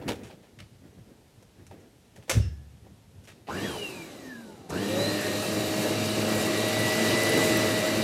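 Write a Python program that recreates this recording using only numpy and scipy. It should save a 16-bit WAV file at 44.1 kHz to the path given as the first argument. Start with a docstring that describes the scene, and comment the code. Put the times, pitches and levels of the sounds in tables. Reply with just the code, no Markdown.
"""An upright vacuum cleaner on carpet in a small bedroom. Switched off, it rolls about with dull rumbles and clicks;
its handle latches upright and the head thumps down on the boards while the latch spring buzzes.
It is switched on briefly: the brush stops at once and the fan coasts down. Then it starts again and is pushed
nearer, and it eases off a little at the end. The suction fan is gliding tones over coloured air noise; the slower
brush motor is an uneven beat and a whine, and grit ticks are short decaying sines."""
import sys
import numpy as np
from scipy import signal
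from scipy.fft import rfft, irfft
from scipy.io import wavfile
from scipy.ndimage import uniform_filter1d, map_coordinates

SR = 44100
rng = np.random.default_rng(int(sys.argv[2]) if len(sys.argv) > 2 else 0)


def to_wav(sig):
    """Store sig (one row per channel, or 1-D mono) as 16-bit WAV at the path in sys.argv[1].

    Samples outside -1..1 are clipped; the rate is SR.
    """
    pcm = np.clip(np.atleast_2d(sig), -1, 1) * 32767
    pcm = np.round(pcm).astype(np.int16)
    wavfile.write(sys.argv[1], SR, pcm.T)  # frames by channels


def rack_gain(trim_db):
    """Turn a fader trim in dB into the linear factor to multiply a signal by."""
    fader = np.asarray(trim_db, float)
    return 10 ** (fader / 20)


N = 354123

# Quiet of the room, colour of its noise: pitch_hz, relative density_db (per Hz)
QUIET_COLOUR = [(18, -39), (30, -2.5), (103, -2.5), (204, -5), (913, -17.5), (1160, -22.5), (3220, -23),
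                (9710, -29), (13300, -32), (16000, -51)]
QUIET_DB = -59
# Bedroom tail: pitch_hz, t60_s
ROOM_DECAY = [(150, 0.21), (1000, 0.12), (5000, 0.39), (14000, 0.24)]

# Shoves and steps on the carpet, switched off: start_s, rumble_db, scuff_db, rumble_fade_db_per_s
SHOVES = [(0.0, -51, -44, 60), (0.09, -36.5, -33, 164), (0.2, -52, -50, 27), (0.6, -57, -65, 64),
          (0.85, -53, -53, 88), (0.99, -54, -57.5, 110), (1.1, -67, -55, 64), (1.39, -54.5, -63, 100),
          (1.59, -52, -54.5, 100), (1.74, -58, -52, 51), (2.18, -52, -53, 130), (2.36, -30.5, -36, 125),
          (2.6, -50.5, -75, 20), (2.86, -57, -54.5, 112), (3.15, -60, -62, 9), (3.38, -67, -58, 147),
          (4.58, -53, -50, 150)]
SHOVE_RISE_S = 0.032
# Colours of the rolling rumble and of the scuff: pitch_hz, relative density_db (per Hz)
ROLL_COLOUR = [(18, -57), (30, -36), (43, -7), (98, 11), (194, -0.5), (400, -22.5), (520, -37), (880, -120)]
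SCUFF_COLOUR = [(120, -29), (200, 3), (370, -1.5), (520, -5.5), (700, -13), (1000, -24), (1800, -20.5),
                (4000, -42)]

# Plastic clicks and rattles of the casing: start_s, level_db, relative low_knock_db, relative bright_edge_db,
# rattle_length_s
CLICKS = [(0.014, -48.5, 12, -24, 0.04), (0.079, -26, 3, -10.5, 0.04), (0.12, -49.5, 5, -7, 0.066),
          (0.233, -46.5, -5, -7, 0.063), (0.297, -48.5, 6.5, -21, 0.036), (0.424, -58.5, 5, -13, 0.054),
          (0.588, -43.5, -11, -11.5, 0.038), (1.424, -55, 6, -1, 0.01), (1.666, -52, -7, 0, 0.014),
          (1.709, -53, 9.5, -16, 0.023), (1.8, -62, -4, -1, .02), (2.159, -52, 2, -3, 0.026),
          (2.225, -55, 2, -7, 0.022), (2.278, -52, 8, -8, 0.034), (2.295, -17.5, -2, -4.5, 0.024),
          (2.331, -35.5, -6, -8, 0.065), (2.42, -50.5, -19, -24, 0.074), (2.863, -61.5, 14, -17, 0.015),
          (3.238, -55, -5, -1, 0.032), (3.273, -44, -5.5, -8.5, 0.043), (3.47, -41.5, 1, -18, 0.04),
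          (4.46, -61, -10, 5, .01), (4.696, -43, -2, 6, 0.016)]
# The head lands and bounces: start_s, level_db
THUMPS = [(2.351, -27), (2.367, -16.5), (2.397, -19.5), (2.436, -38), (2.467, -34)]
# Floor board modes: pitch_hz, level_db (relative to the thump), t60_s
BOARD_MODES = [(71.5, -12.5, 0.73), (88.7, -1, 0.3), (104.5, 10, 0.096), (144.5, -13, 0.4),
               (208, -14, 0.16), (345, -16, 0.081), (470, -24, .05)]
# Latch spring modes: pitch_hz, level_db, t60_s
SPRING_MODES = [(1710, -55, 0.85), (2770, -44, 0.29), (5300, -44, 0.34), (5480, -52, 0.27)]

# Loudest grains flung into the duct: start_s, peak_db, pitch_hz
BIG_GRAINS = [(6.0942, -31, 8940), (6.3523, -32, 10710), (6.685, -30, 10250), (6.7888, -33, 9370),
              (6.923, -30.5, 9250), (7.2332, -26.5, 10950), (7.2938, -24, 10260), (7.375, -28, 11500),
              (7.5712, -26, 12400)]
FINE_GRIT_DB, FINE_GRIT_FROM_S = -43, 5.2  # softest small grain; earliest start

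# Power switch: on_s, off_s
SWITCH = [(3.478, 3.656), (4.689, 9)]
# Nearness to the microphone, of which each layer takes its own share: time_s, gain_db
NEARNESS = [(3.4, 0), (4.6, 2.8), (5.3, 1.2), (5.9, 1.5), (6.4, 3.5), (6.65, 4), (6.85, 5), (7.1, 6.5),
            (7.4, 7), (7.65, 6), (7.9, 3.5), (8.03, 2.5)]

# Colours of the nozzle rumble, the duct roar and the hiss: pitch_hz, relative density_db (per Hz)
RUMBLE_COLOUR = [(18, -62), (30, -51), (96, -7.5), (159, -2), (214, -2.5), (269, -1), (327, 1), (493, -3.5),
                 (630, -5), (684, -9), (1500, -23.5), (1950, -24), (3300, -120)]
ROAR_COLOUR = [(410, -15), (700, -4.5), (950, -10), (1500, -9.5), (2100, -9), (3300, -15.5), (5300, -13.5),
               (7000, -18.5), (9500, -19.5), (12400, -22), (20000, -120)]
HISS_COLOUR = [(4120, -21), (7000, 3.5), (7630, -1.5), (12700, -4), (14900, -7), (16000, -28)]
# Duct resonances in the roar: pitch_hz, width_hz, lift_db
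DUCT_PEAKS = [(1150, 140, 4), (1693, 51, 4.5), (2363, 48, 7), (2840, 520, 8), (3910, 620, 10),
              (4790, 170, 7.5), (5820, 540, 4), (7800, 250, 7.5)]
# Level of each air layer: fan_db (at full speed), power of fan speed, brush_db, share of the nearness gain
RUMBLE_LAW = (-37, 1.67, -35, 0.69)
ROAR_LAW = (-37, 2.5, -45.5, 1.01)
HISS_LAW = (-45, 2.5, -58, .55)

# Brush motor under load: time_s, whine_hz (at full drive), whine_db; the whine is eighteen times the beat rate
BRUSH_LOAD = [(3.4, 1915, -41.5), (3.75, 1899, -45.5), (4.7, 1891, -41.5), (4.95, 1886, -47.5),
              (5.2, 1834, -41.5), (5.42, 1884, -50), (5.87, 1920, -47.5), (6.05, 1936, -55),
              (6.26, 1945, -59), (6.29, 1935, -40), (6.4, 1915, -42), (6.46, 1968, -44),
              (6.53, 1931, -42.5), (6.63, 1930, -38.5), (6.69, 1967, -41.5), (6.9, 1957, -33.5),
              (6.98, 1989, -37.5), (7.07, 1946, -34.5), (7.16, 1985, -34.5), (7.5, 1980, -33),
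              (7.6, 1968, -36.5), (7.78, 1946, -36), (7.88, 1960, -33.5), (7.95, 1965, -45),
              (8.03, 1963, -40)]
# Partials of the carpet beat: multiple of the beat rate, relative level_db
BEAT_PARTIALS = [(1, -5), (2, -1.5), (3, -2.5), (4, -6.5), (5, -11.5), (7, -16), (12, -17)]
BEAT_DB, HUNT_HZ = -38, 4.974  # beat level at full speed; random hunting of the whine
BRUSH_UP_S, BRUSH_BRAKE_HZ_PER_S = 0.058, 9600  # energy rise; the carpet brakes the unpowered brush steadily

FAN_HZ = 628  # full shaft speed
FAN_UP_S, FAN_COAST_S = 0.2, 1.0  # time constants: its energy rising, its speed dying
# Shaft tone by its pitch: pitch_hz, level_db
SHAFT_BODY = [(170, -63), (243, -45.5), (298, -53), (343, -47), (385, -59), (415, -42), (455, -49),
              (520, -34), (575, -32), (605, -42), (628, -38)]
BLADE_DB = -56  # blade tone at full speed, before the pipes lift it
# Pipe resonances that lift the blade tone: pitch_hz, width_hz, lift_db
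BLADE_PIPES = [(1730, 280, 25), (2390, 200, 12), (2800, 330, 22), (3250, 250, 12), (4020, 340, 21)]
# Weaker fan tones: multiple of shaft speed, level_db (at full speed, before the port)
FAN_ORDERS = [(2.65, -57), (4.3, -45.5), (6, -55), (8, -68), (11, -70), (12, -66), (14, -68), (21, -69),
              (24, -68.5), (36, -73), (48, -73)]
# How the casing lets those tones out: pitch_hz, gain_db
FAN_PORT = [(600, -18), (800, 0.5), (1040, -2.5), (1200, -38), (3000, -4), (5000, 3), (8000, 9), (12000, 9),
            (15000, -2)]


def unit(x):
    """Scaled to rms 1."""
    return x / np.sqrt(np.mean(x ** 2) + 1e-20)


def along(points, hz):
    """Points of pitch_hz and value, read on a log pitch axis."""
    f, v = np.transpose(points)
    return np.interp(np.log(hz + 1), np.log(f + 1), v)


def curves(rows):
    """One value per sample for each column after the time."""
    s, *cols = np.transpose(rows)
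    return [np.interp(np.arange(N) / SR, s, c) for c in cols]


def resonance_db(peaks, hz):
    """Summed lift of resonances given as pitch_hz, width_hz, lift_db."""
    return sum(db / (1 + (2 * (hz - centre) / width) ** 2) for centre, width, db in peaks)


def wobble(rate):
    """A smooth random curve, rate knots a second."""
    knots = rng.standard_normal(int(N * rate / SR) + 4)
    return map_coordinates(knots, [np.arange(N) * rate / SR])


def rush(colour, patchy_db, peaks=()):
    """Coloured noise of rms 1 with patches of random gain, lifted at any resonances."""
    z = signal.stft(rng.standard_normal(N), nperseg=512)[2]
    patches = uniform_filter1d(rng.standard_normal(z.shape), size=5, axis=0)
    patches = uniform_filter1d(patches, size=10, axis=1)
    noise = signal.istft(z * rack_gain(patchy_db * unit(patches)), nperseg=512)[1][:N]
    hz = np.fft.rfftfreq(N, 1 / SR)
    gain = rack_gain(along(colour, hz) + resonance_db(peaks, hz))
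    return unit(irfft(rfft(noise) * gain, N))


def tone(turns, waver_db, drift, rate, blur=0):
    """A sine on a running phase, unsteady in level and phase; blur adds fast phase noise."""
    phase = 2 * np.pi * turns + drift * wobble(rate) + blur * wobble(220)
    return np.sqrt(2) * rack_gain(waver_db * wobble(rate)) * np.sin(phase)


def ring(modes, attack, rough):
    """Damped modes set off by one blow; roughness blurs their pitch."""
    t = np.arange(SR) / SR
    blur = rough * np.cumsum(rng.standard_normal((len(modes), SR)), axis=1)
    sound = np.zeros(SR)
    for (hz, db, t60), phase in zip(modes, blur):
        sound += rack_gain(db - 60 * t / t60) * np.sin(2 * np.pi * hz * t + phase)
    return (1 - np.exp(-t / attack)) * sound


def spin(full, up_s, coast):
    """Motor speed: its square climbs towards full while powered, then coast(speed, seconds) slows it."""
    t, speed = np.arange(N) / SR, np.ones(N)
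    for on, off in SWITCH:
        start = np.interp(on, t, speed)
        energy = full ** 2 - (full ** 2 - start ** 2) * np.exp(-np.abs(t - on) / up_s)
        speed = np.where(t >= on, np.sqrt(np.abs(energy)), speed)
        at_off = np.interp(off, t, speed)
        speed = np.where(t >= off, coast(at_off, np.abs(t - off)), speed)
    return np.maximum(speed, 1)


def fan_speed():
    """Shaft turns a second; unpowered, the fan slows exponentially."""
    return spin(FAN_HZ, FAN_UP_S, lambda hz, s: hz * np.exp(-s / FAN_COAST_S))


def brush_speed():
    """Whine pitch of the brush motor in Hz; unpowered, it falls in a straight line."""
    return spin(curves(BRUSH_LOAD)[0], BRUSH_UP_S,
                lambda hz, s: np.maximum(hz - BRUSH_BRAKE_HZ_PER_S * s, 0))


def strain(speed, full):
    """0-1: how hard the shaft is being driven up, full = relative gain a second that counts as 1."""
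    climb = np.gradient(np.log(speed)) * SR
    return np.clip(uniform_filter1d(climb, size=1500) / full, 0, 1)


def quiet():
    """The quiet of the room: soft, steady coloured noise."""
    return rack_gain(QUIET_DB) * rush(QUIET_COLOUR, patchy_db=-0.5)


def room(x):
    """The bedroom's tail, each frequency dying at its own speed, drawn afresh every quarter second."""
    out, step, delay = np.zeros(N + SR), SR // 4, SR // 300
    for start in range(0, N, step):
        hz, t, z = signal.stft(rng.standard_normal(SR // 2), SR, nperseg=256)
        fade = rack_gain(-60 * t / along(ROOM_DECAY, hz)[:, None])
        tail = signal.istft(z * fade, SR, nperseg=256)[1]
        piece = x[start:start + 2 * step]
        piece = piece * np.hanning(2 * step)[:len(piece)]  # overlapping pieces crossfade
        wet = signal.fftconvolve(piece, tail / np.linalg.norm(tail))
        out[start + delay:][:len(wet)] += wet[:len(out) - start - delay]
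    return out[:N]


def rolling():
    """Wheels and feet on carpet: a lumpy low rumble and a scuff that swell and fade with each shove."""
    t, low, scuff = np.arange(N) / SR, 0, 0
    for s, low_db, scuff_db, fade_db in SHOVES:
        rise = np.exp(-((t - s) / SHOVE_RISE_S) ** 2)
        shape = np.where(t < s, rise, rack_gain(-fade_db * np.abs(t - s)))
        low = low + rack_gain(low_db) * shape
        scuff = scuff + rack_gain(scuff_db) * shape ** 1.38  # the scuff fades faster
    low = low * rack_gain(1.3 * wobble(24.7)) * rush(ROLL_COLOUR, patchy_db=-2.0)
    return low + scuff * rack_gain(2.0 * wobble(45)) * rush(SCUFF_COLOUR, patchy_db=1.0)


def clicks():
    """Each knock is a crack and a short uneven rattle of loose plastic, in three colour bands."""
    sound, t = np.zeros(N + SR), np.arange(SR // 4) / SR
    hz = np.fft.rfftfreq(len(t), 1 / SR)
    knock = [(150, -43), (330, 2), (550, 6), (950, -1.5), (1400, -36)]
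    body = [(700, -22), (1200, 2.5), (2800, 3.5), (5000, -5.5), (7000, -23)]
    edge = [(3500, -50), (5500, -5.5), (10000, -12), (13000, -19), (16000, -40)]
    for s, db, low_db, edge_db, length in CLICKS:
        lumps = rack_gain(3.4 * unit(uniform_filter1d(rng.standard_normal(len(t)), size=130)))
        rattle = lumps * np.exp(-(t / max(length, 0.003)) ** 2)
        crack = 0.5 * rack_gain(-60 * t / 0.0067)
        shape = np.minimum(t / 0.001, 1) * (rattle + crack)
        for colour, rel_db in [(knock, low_db - 7.5), (body, -8), (edge, edge_db - 6.5)]:
            noise = unit(irfft(rfft(rng.standard_normal(len(t))) * rack_gain(along(colour, hz)), len(t)))
            sound[round(s * SR):][:len(t)] += rack_gain(db + rel_db) * shape * noise
    return sound[:N]


def landing():
    """The head bounces on the floor boards, exciting their modes, while the latch spring buzzes."""
    sound = np.zeros(N + SR)
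    for s, db in THUMPS:
        sound[round(s * SR):][:SR] += rack_gain(db) * ring(BOARD_MODES, attack=0.004, rough=0)
    sound[round(2.4 * SR):][:SR] += ring(SPRING_MODES, attack=0.02, rough=0.12)
    return sound[:N]


def grit():
    """Grains tick against the duct wall as short rough-pitched sines: a few big ones over many small."""
    sound, t = np.zeros(N + SR), np.arange(SR // 40) / SR
    grains = list(BIG_GRAINS)
    for when, loud, bright in rng.random((40, 3)):
        s = FINE_GRIT_FROM_S + when * (N / SR - FINE_GRIT_FROM_S)
        grains.append((s, FINE_GRIT_DB + 9 * loud, 7000 + 5000 * bright))
    for s, db, hz in grains:
        tick = np.sin(2 * np.pi * hz * t + np.cumsum(rng.normal(0, 0.45, len(t))))
        sound[round(s * SR):][:len(t)] += rack_gain(db - 60 * t / 0.022) * tick
    return sound[:N]


def air():
    """Rumble of the nozzle on carpet, roar through the ducts and a flickering hiss, rising with motor speed."""
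    flow, sweep = fan_speed() / FAN_HZ, brush_speed() / BRUSH_LOAD[-1][1]
    near_db, = curves(NEARNESS)

    def level(fan_db, power, brush_db, share):
        """Fan and brush shares add as powers, then nearness lifts them."""
        return rack_gain(share * near_db) * np.hypot(rack_gain(fan_db) * flow ** power, rack_gain(brush_db) * sweep)

    rumble_waver = rack_gain(1.3 * wobble(10) + 0.27 * wobble(30))
    rumble = level(*RUMBLE_LAW) * rumble_waver * rush(RUMBLE_COLOUR, patchy_db=1.0)
    roar_waver = rack_gain(0.19 * wobble(6.7))
    roar = level(*ROAR_LAW) * roar_waver * rush(ROAR_COLOUR, patchy_db=1.13, peaks=DUCT_PEAKS)
    hiss_flicker = rack_gain(1.0 * wobble(15) + 1.4 * wobble(45))
    hiss = level(*HISS_LAW) * hiss_flicker * rush(HISS_COLOUR, patchy_db=2.0)
    return rumble + roar + hiss


def brush():
    """Bristle rows beat the carpet unevenly; swells at the beat rate give the motor's whine side tones."""
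    whine_hz, whine_db = brush_speed(), curves(BRUSH_LOAD)[1]
    near_db, = curves(NEARNESS)
    teeth = 18  # whine cycles per beat
    beats = np.cumsum(whine_hz + HUNT_HZ * wobble(20)) / SR / teeth
    share = whine_hz / BRUSH_LOAD[-1][1]

    slap = sum(rack_gain(db) * tone(k * beats, waver_db=2.6, drift=1.05, rate=14) for k, db in BEAT_PARTIALS)
    slap_level = rack_gain(BEAT_DB + 0.5 * near_db + 0.9 * wobble(9)) * share ** 2.2  # slower bristles strike softer

    swell = 1 + 0.3 * tone(beats, waver_db=0.5, drift=1.1, rate=10)
    swell += 0.16 * tone(2 * beats, waver_db=6, drift=1.4, rate=12)
    labour = np.clip((1915 - whine_hz) / 200, 0, 1)  # below free speed the motor runs rough
    whine = swell * tone(teeth * beats, waver_db=1.5, drift=0.3, rate=40, blur=0.3 + 1.8 * labour)
    whine_level = rack_gain(whine_db) * np.minimum(share / 0.43, 1) ** 2
    return slap_level * slap + whine_level * whine


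def fan():
    """Shaft tone, seven-blade tone and weak orders glide with the shaft and blur as it is driven up."""
    speed = fan_speed()
    near_db, = curves(NEARNESS)
    turns, share = np.cumsum(speed) / SR, speed / FAN_HZ
    hard = strain(speed, full=5.7)

    shaft = tone(turns, waver_db=-0.1 + 2.4 * hard, drift=0.62 + 3 * hard, rate=24)
    sound = rack_gain(along(SHAFT_BODY, speed) - 8.6 * hard) * shaft

    blades = 7
    blade_level = share ** 1.8 * rack_gain(BLADE_DB + resonance_db(BLADE_PIPES, blades * speed) - 7 * hard)
    sound += blade_level * tone(blades * turns, waver_db=2, drift=0.8, rate=35, blur=0.4 + 1.3 * hard)

    for k, db in FAN_ORDERS:
        port = rack_gain(db + along(FAN_PORT, k * speed)) * (k * speed < SR / 2.5)  # silent near the band's top
        order = tone(k * turns, waver_db=4, drift=1.1, rate=22, blur=k * (0.06 + 0.14 * hard))
        sound += share ** 1.3 * port * order
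    return sound * rack_gain(0.45 * near_db) * (speed > 1)


def scene():
    """Everything reaches one microphone, the same in both channels; motor tones, clicks and grit excite the room."""
    tones, knocks = fan() + brush(), clicks() + grit()
    answer = room(rack_gain(-8.5) * tones + rack_gain(-6.5) * knocks)
    mono = quiet() + answer + rolling() + knocks + landing() + air() + tones
    return np.array([mono, mono])


def band_limit(x):
    """A steep low-pass at the top of the band."""
    return signal.sosfilt(signal.butter(12, 16170, fs=SR, output="sos"), x)


def record(dry):
    """The microphone drops the deepest bass and the band ends sharply on top."""
    low_cut = signal.butter(4, 48, "high", fs=SR, output="sos")
    top_cut = np.fft.rfftfreq(N, 1 / SR) < 15800
    mix = irfft(rfft(signal.sosfilt(low_cut, dry)) * top_cut, N)
    return band_limit(mix)


dry = scene()
out = record(dry)
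to_wav(out)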